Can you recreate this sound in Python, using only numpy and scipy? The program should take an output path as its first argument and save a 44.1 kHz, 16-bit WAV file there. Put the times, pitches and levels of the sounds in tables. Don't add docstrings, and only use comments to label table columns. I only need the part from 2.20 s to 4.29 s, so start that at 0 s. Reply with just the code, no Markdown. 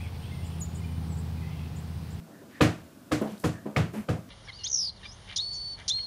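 import sys
import numpy as np
from scipy import signal
from scipy.fft import rfft, irfft
from scipy.io import wavfile
from scipy.ndimage import uniform_filter1d

SR = 44100
rng = np.random.default_rng(int(sys.argv[2]) if len(sys.argv) > 2 else 0)


def pcm_store(signal):
    levels = np.round(np.clip(np.atleast_2d(signal), -1, 1) * 32767)
    wavfile.write(sys.argv[1], SR, levels.astype(np.int16).T)


def boost_factor(decibels):
    exponent = np.asarray(decibels, float) / 20
    return 10 ** exponent


N = 92169


def read(points, hz):
    f, value = np.transpose(points)
    return np.interp(np.log(hz + 1), np.log(f + 1), value)


def evened(x):
    return x / np.sqrt(np.mean(x ** 2) + 1e-20)


def rise(t, rise_s):
    return 1 - np.exp(-(t / rise_s) ** 2)


def decay(db, t, t60):
    return boost_factor(db - 60 * t / t60)


def add(mix, s, sound):
    part = mix[max(round(s * SR), 0):][:len(sound)]
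    part += sound[:len(part)]


def coloured(points, size):
    spectrum = rfft(rng.standard_normal(size))
    gain = boost_factor(read(points, np.fft.rfftfreq(size, 1 / SR)))
    return evened(irfft(spectrum * gain, size))


BEAT_DB, BEAT_CYCLES = 3, 5.94


def modes(table, t, build_s, cycles, spread):
    hz, db, t60 = np.transpose(table)[:, :, None]
    detune, phase, beat_speed, beat_phase = rng.random((4, len(table), 1))
    hz = hz * (1 + spread * (detune - 0.5))
    swell = rise(t, abs(build_s) + abs(cycles) / hz + 1e-4)
    beat_turns = hz * t * (0.5 + beat_speed) / BEAT_CYCLES + beat_phase
    beat_db = BEAT_DB * np.sin(2 * np.pi * beat_turns)
    tones = np.sin(2 * np.pi * (hz * t + phase))
    return (swell * decay(db + beat_db, t, t60) * tones).sum(0)


# f/Hz, t60/s
ROOM = [(200, 0.39), (600, 0.35), (1500, 0.34), (4000, 0.29), (8000, 0.33), (15000, .2)]


def tail(points, t, rise_s):
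    hz, s, bands = signal.stft(coloured(points, len(t)), SR, nperseg=256)
    bands = bands * decay(0, s, read(ROOM, hz)[:, None])
    out = signal.istft(bands, SR, nperseg=256)[1][:len(t)]
    return out * rise(t, rise_s)


# t/s, level/dB, boom below 200 Hz/dB, floor ring/dB, snap/dB
BOUNCES = [
    (0.4095, -7.5, -4, -3, -0.5),
    (0.9168, -15, -6, -5, -1),
    (1.2404, -16.5, 0, 1.5, -1.5),
    (1.5638, -13.5, 2.5, -8.5, -0.5),
    (1.8876, -17.5, 1.5, -1.5, -3.5),
]
# crack f/Hz, crack/dB, fizz above 5 kHz/dB, board ring/dB, thud/dB
SPOTS = [
    (2480, -8, 1.5, -3.5, -14),
    (2110, -8, 4.5, -0.5, -20),
    (1010, 0, 6, -4, -16),
    (2220, -0.5, -1.5, -12.5, -12),
    (1490, -9, 1.5, -9, -14),
]
# f/Hz, level/dB, t60/s
BOOM = [(90.2, -6.5, 0.29), (115.4, -5.5, 0.31), (149.1, -4.5, 0.24), (170.8, -9, 0.36)]
# f/Hz, level/dB, t60/s
RING = [(208, -20.5, 0.54), (240.3, -11, 0.31), (414.1, -15.5, 0.22), (478.4, -10, 0.21),
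        (520, -15.5, 0.23), (579.8, -18.5, .25), (645, -26, 0.46), (719, -22.5, 0.31), (749.6, -17.5, 0.24)]
# f/Hz, level/dB, t60/s
BOARD = [(304.3, 0, 0.23), (327.2, -17, 0.39)]
# f/Hz, level/dB, t60/s
SHELL = [(463, -8, 0.014), (1230, 2, 0.024), (1720, -7, 0.031), (2630, -7.5, .012), (3090, -9.5, 0.011),
         (4540, -14, .008), (7010, -24, .02)]
# f/Hz, level per Hz/dB
TOUCH = [(500, -8), (1300, 0), (2300, -4), (4000, -26), (15000, -55)]
# f/Hz, level per Hz/dB
CLICK = [(600, -22), (1500, 3), (3800, -3), (5200, -12), (6500, -28), (15000, -45)]
# delay/s, level/dB
ECHOES = [(0, 1.5), (.0042, -4), (.0057, -4), (.0085, -46), (0.0109, -22), (0.014, -16)]
# f/Hz, level per Hz/dB
WASH = [(200, -5), (400, -9), (700, -10), (900, -16), (1200, -13), (2500, -19.5), (7000, -30.5),
        (15500, -42)]
LEAD_S, SNAP_RISE_S = 0.0042, 0.0007
BUILD_CYCLES = 2.16
PUSH_DB, SHELL_DB, WASH_DB = -15.5, -10, -10.5
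TINT_DB, TINT_OCTAVES = 3.5, 0.45


def bounce(s, db, boom_db, ring_db, snap_db, crack_hz, crack_db, fizz_db, board_db, thud_db):
    t = np.arange(SR // 2) / SR
    out = boost_factor(boom_db) * modes(BOOM, t, 0.0017, BUILD_CYCLES, 0.019)
    out += boost_factor(ring_db) * modes(RING, t, 0.0013, BUILD_CYCLES, 0.029)
    out += boost_factor(board_db) * modes(BOARD, t, 0.0045, 2.76, 0.01)
    thud_shape = (t / 0.015) ** 2 * np.exp(2 - 2 * t / 0.013)
    out += boost_factor(thud_db) * thud_shape * np.cos(2 * np.pi * 70 * t)
    push = np.sin(2 * np.pi * 520 * t) * np.minimum(t / 0.00055, 1)
    out += decay(PUSH_DB, t, 0.12) * push

    u = t[:2000]
    out[:2000] += decay(snap_db - 24, u, 0.04) * rise(u, 0.0012) * coloured(TOUCH, len(u))
    crack = decay(crack_db, u, 0.011) * np.sin(2 * np.pi * crack_hz * u)
    crack += decay(-4.5, u, 0.0058) * coloured(CLICK, len(u))
    crack *= rise(u, SNAP_RISE_S)
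    for delay, echo_db in ECHOES:
        shell = boost_factor(SHELL_DB) * modes(SHELL, u, SNAP_RISE_S, 0, 0.056)
        arrival_s = LEAD_S - SNAP_RISE_S + delay * rng.uniform(0.9, 1.1)
        add(out, arrival_s, boost_factor(snap_db + echo_db) * (crack + shell))

    wash = []
    for hz, level_db in WASH:
        octaves_off = np.log2(hz / crack_hz)
        tint_db = TINT_DB * np.exp(-(octaves_off / TINT_OCTAVES) ** 2)
        wash.append((hz, level_db + fizz_db * (hz > 5000) + tint_db))
    add(out, 0.7 * LEAD_S, boost_factor(WASH_DB + 1.38 * snap_db) * tail(wash, t, 0.0043))
    return s - LEAD_S, boost_factor(db) * out


# t/s, level/dB, build-up/s, brightness/dB
PATS = [
    (1.012, -21, 0.00062, 1),
    (1.4535, -27, 0.0029, -0.5),
    (1.734, -35, .002, 5),
    (.215, -45, 0.002, 2.5),
]
# f/Hz, level/dB, t60/s
PALM = [(151.2, -13.5, 0.33), (212.7, -4.5, 0.35), (282, -4.5, 0.21), (387.3, -5, 0.15), (489, -15, 0.14),
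        (575, -20, 0.37), (645, -14.5, 0.27), (1020, -14, 0.067)]
# f/Hz, level per Hz/dB
PAT_WASH = [(150, -7), (400, 6.5), (1000, -4), (2000, -18.5), (5000, -34), (15000, -37)]


def pat(s, db, build_s, bright_db):
    t = np.arange(SR // 2) / SR
    slap = decay(4, t, 0.04) * np.sin(2 * np.pi * 330 * t) * rise(t, 0.004)
    ring = modes(PALM, t, build_s, 0.8, 0.024)
    wash = boost_factor(bright_db - 9.5) * tail(PAT_WASH, t, build_s + 0.0042)
    return s, boost_factor(db) * (slap + ring + wash)


# t/s, length/s, level/dB, f/Hz
GROANS = [
    (1.75, 0.075, -29, 213),
    (1.11, 0.05, -36, 198),
    (1.16, 0.034, -47, 207),
    (0.597, .08, -50.5, 82),
]


def groan(s, length, db, hz):
    t = np.arange(0, length, 1 / SR)
    drift = uniform_filter1d(rng.standard_normal((2, SR)), 600)
    waver, flutter = evened(uniform_filter1d(drift, 600))[:, :len(t)]
    swell = boost_factor(db + 2 * flutter) * np.sin(np.pi * t / length) ** 1.6
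    turns = np.cumsum(hz * (1 + 0.025 * waver)) / SR
    return s, swell * np.sin(2 * np.pi * turns)


# t/s, length/s, level/dB, low f/Hz, high f/Hz
RUSTLES = [
    (0.061, 0.17, -56, 365, 740.7),
    (0.29, 0.45, -58, 370, 3241),
    (1.0, 0.27, -61, 4000, 14900),
    (1.062, 0.15, -54.5, 800, 3800),
    (1.735, .13, -49.5, 833.3, 2600),
    (1.73, 0.14, -56.5, 4320, 13200),
    (1.187, 0.11, -56.5, 4630, 14000),
    (1.762, 0.11, -49, 60, 131),
    (1.931, .1, -45.5, 520, 730),
]
# t/s, length/s, level/dB, low f/Hz, high f/Hz
TICKS = [
    (1.016, .008, -51, 8000, 15000),
    (1.117, .012, -59, 5000, 11000),
    (1.177, .007, -54, 3800, 5200),
    (1.181, .006, -60, 8000, 9800),
    (1.199, .007, -50, 7500, 13000),
    (1.201, .007, -59, 3800, 5000),
    (1.225, .008, -60, 7000, 14000),
    (1.469, .008, -56, 1800, 3200),
]


def rustle(s, length, db, low_hz, high_hz):
    t = np.arange(0, length, 1 / SR)
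    unevenness = evened(uniform_filter1d(rng.standard_normal(SR), 150))[:len(t)]
    grain = rng.standard_normal(len(t)) * boost_factor(0.74 * unevenness)
    sos = signal.butter(2, [low_hz, min(high_hz, 15900)], "bandpass", fs=SR, output="sos")
    band = signal.sosfilt(sos, grain)
    return s, boost_factor(db) * evened(band) * np.sin(np.pi * (t / length) ** 0.48)


# t/s, length/s, level/dB, f/Hz
SQUEAKS = [
    (0.105, .13, -62.5, 1787),
    (0.318, 0.11, -55, 1812),
    (1.332, 0.067, -52.5, 1760),
    (1.392, 0.076, -64, 1840),
]


def squeak(s, length, db, hz):
    t = np.arange(0, length, 1 / SR)
    sos = signal.butter(2, 110, fs=SR, output="sos")
    slow = signal.sosfilt(sos, rng.standard_normal((2, SR)))[:, 4000:][:, :len(t)]
    whistle = ((slow[0] + 1j * slow[1]) * np.exp(2j * np.pi * hz * t)).real
    return s, boost_factor(db) * np.sin(np.pi * t / length) ** 0.5 * evened(whistle)


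def fading():
    t = np.arange(SR // 4) / SR
    ring = np.cos(2 * np.pi * 165 * t) + 0.52 * np.cos(2 * np.pi * 215 * t)
    ring += 0.5 * np.exp(-t / 0.0039)
    return decay(-41.5, t, 0.37) * ring


# f/Hz, level per Hz/dB
HUM = [(35, -54), (60, -12.5), (278, 0), (433, -14.5), (689, -11.5), (739, -20), (1550, -19), (1830, -26),
       (15500, -32.5)]


def house_hum():
    return boost_factor(-52) * coloured(HUM, N)


def scene():
    mix = house_hum()
    add(mix, 0, fading())
    bounces = np.hstack([BOUNCES, SPOTS])
    for source, table in ((bounce, bounces), (pat, PATS), (groan, GROANS),
                          (rustle, RUSTLES), (rustle, TICKS), (squeak, SQUEAKS)):
        for row in table:
            add(mix, *source(*row))
    return mix[None]


def top_cut(x):
    return signal.sosfilt(signal.butter(12, 15670, fs=SR, output="sos"), x)


def record(dry):
    bass_cut = signal.butter(2, 60, "highpass", fs=SR, output="sos")
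    treble_cut = signal.firwin(401, 15500, window=("kaiser", 9), fs=SR)
    mix = signal.sosfilt(bass_cut, dry)
    mix = signal.oaconvolve(mix, treble_cut[None], "same")
    return top_cut(mix)


dry = scene()
out = record(dry)
pcm_store(out)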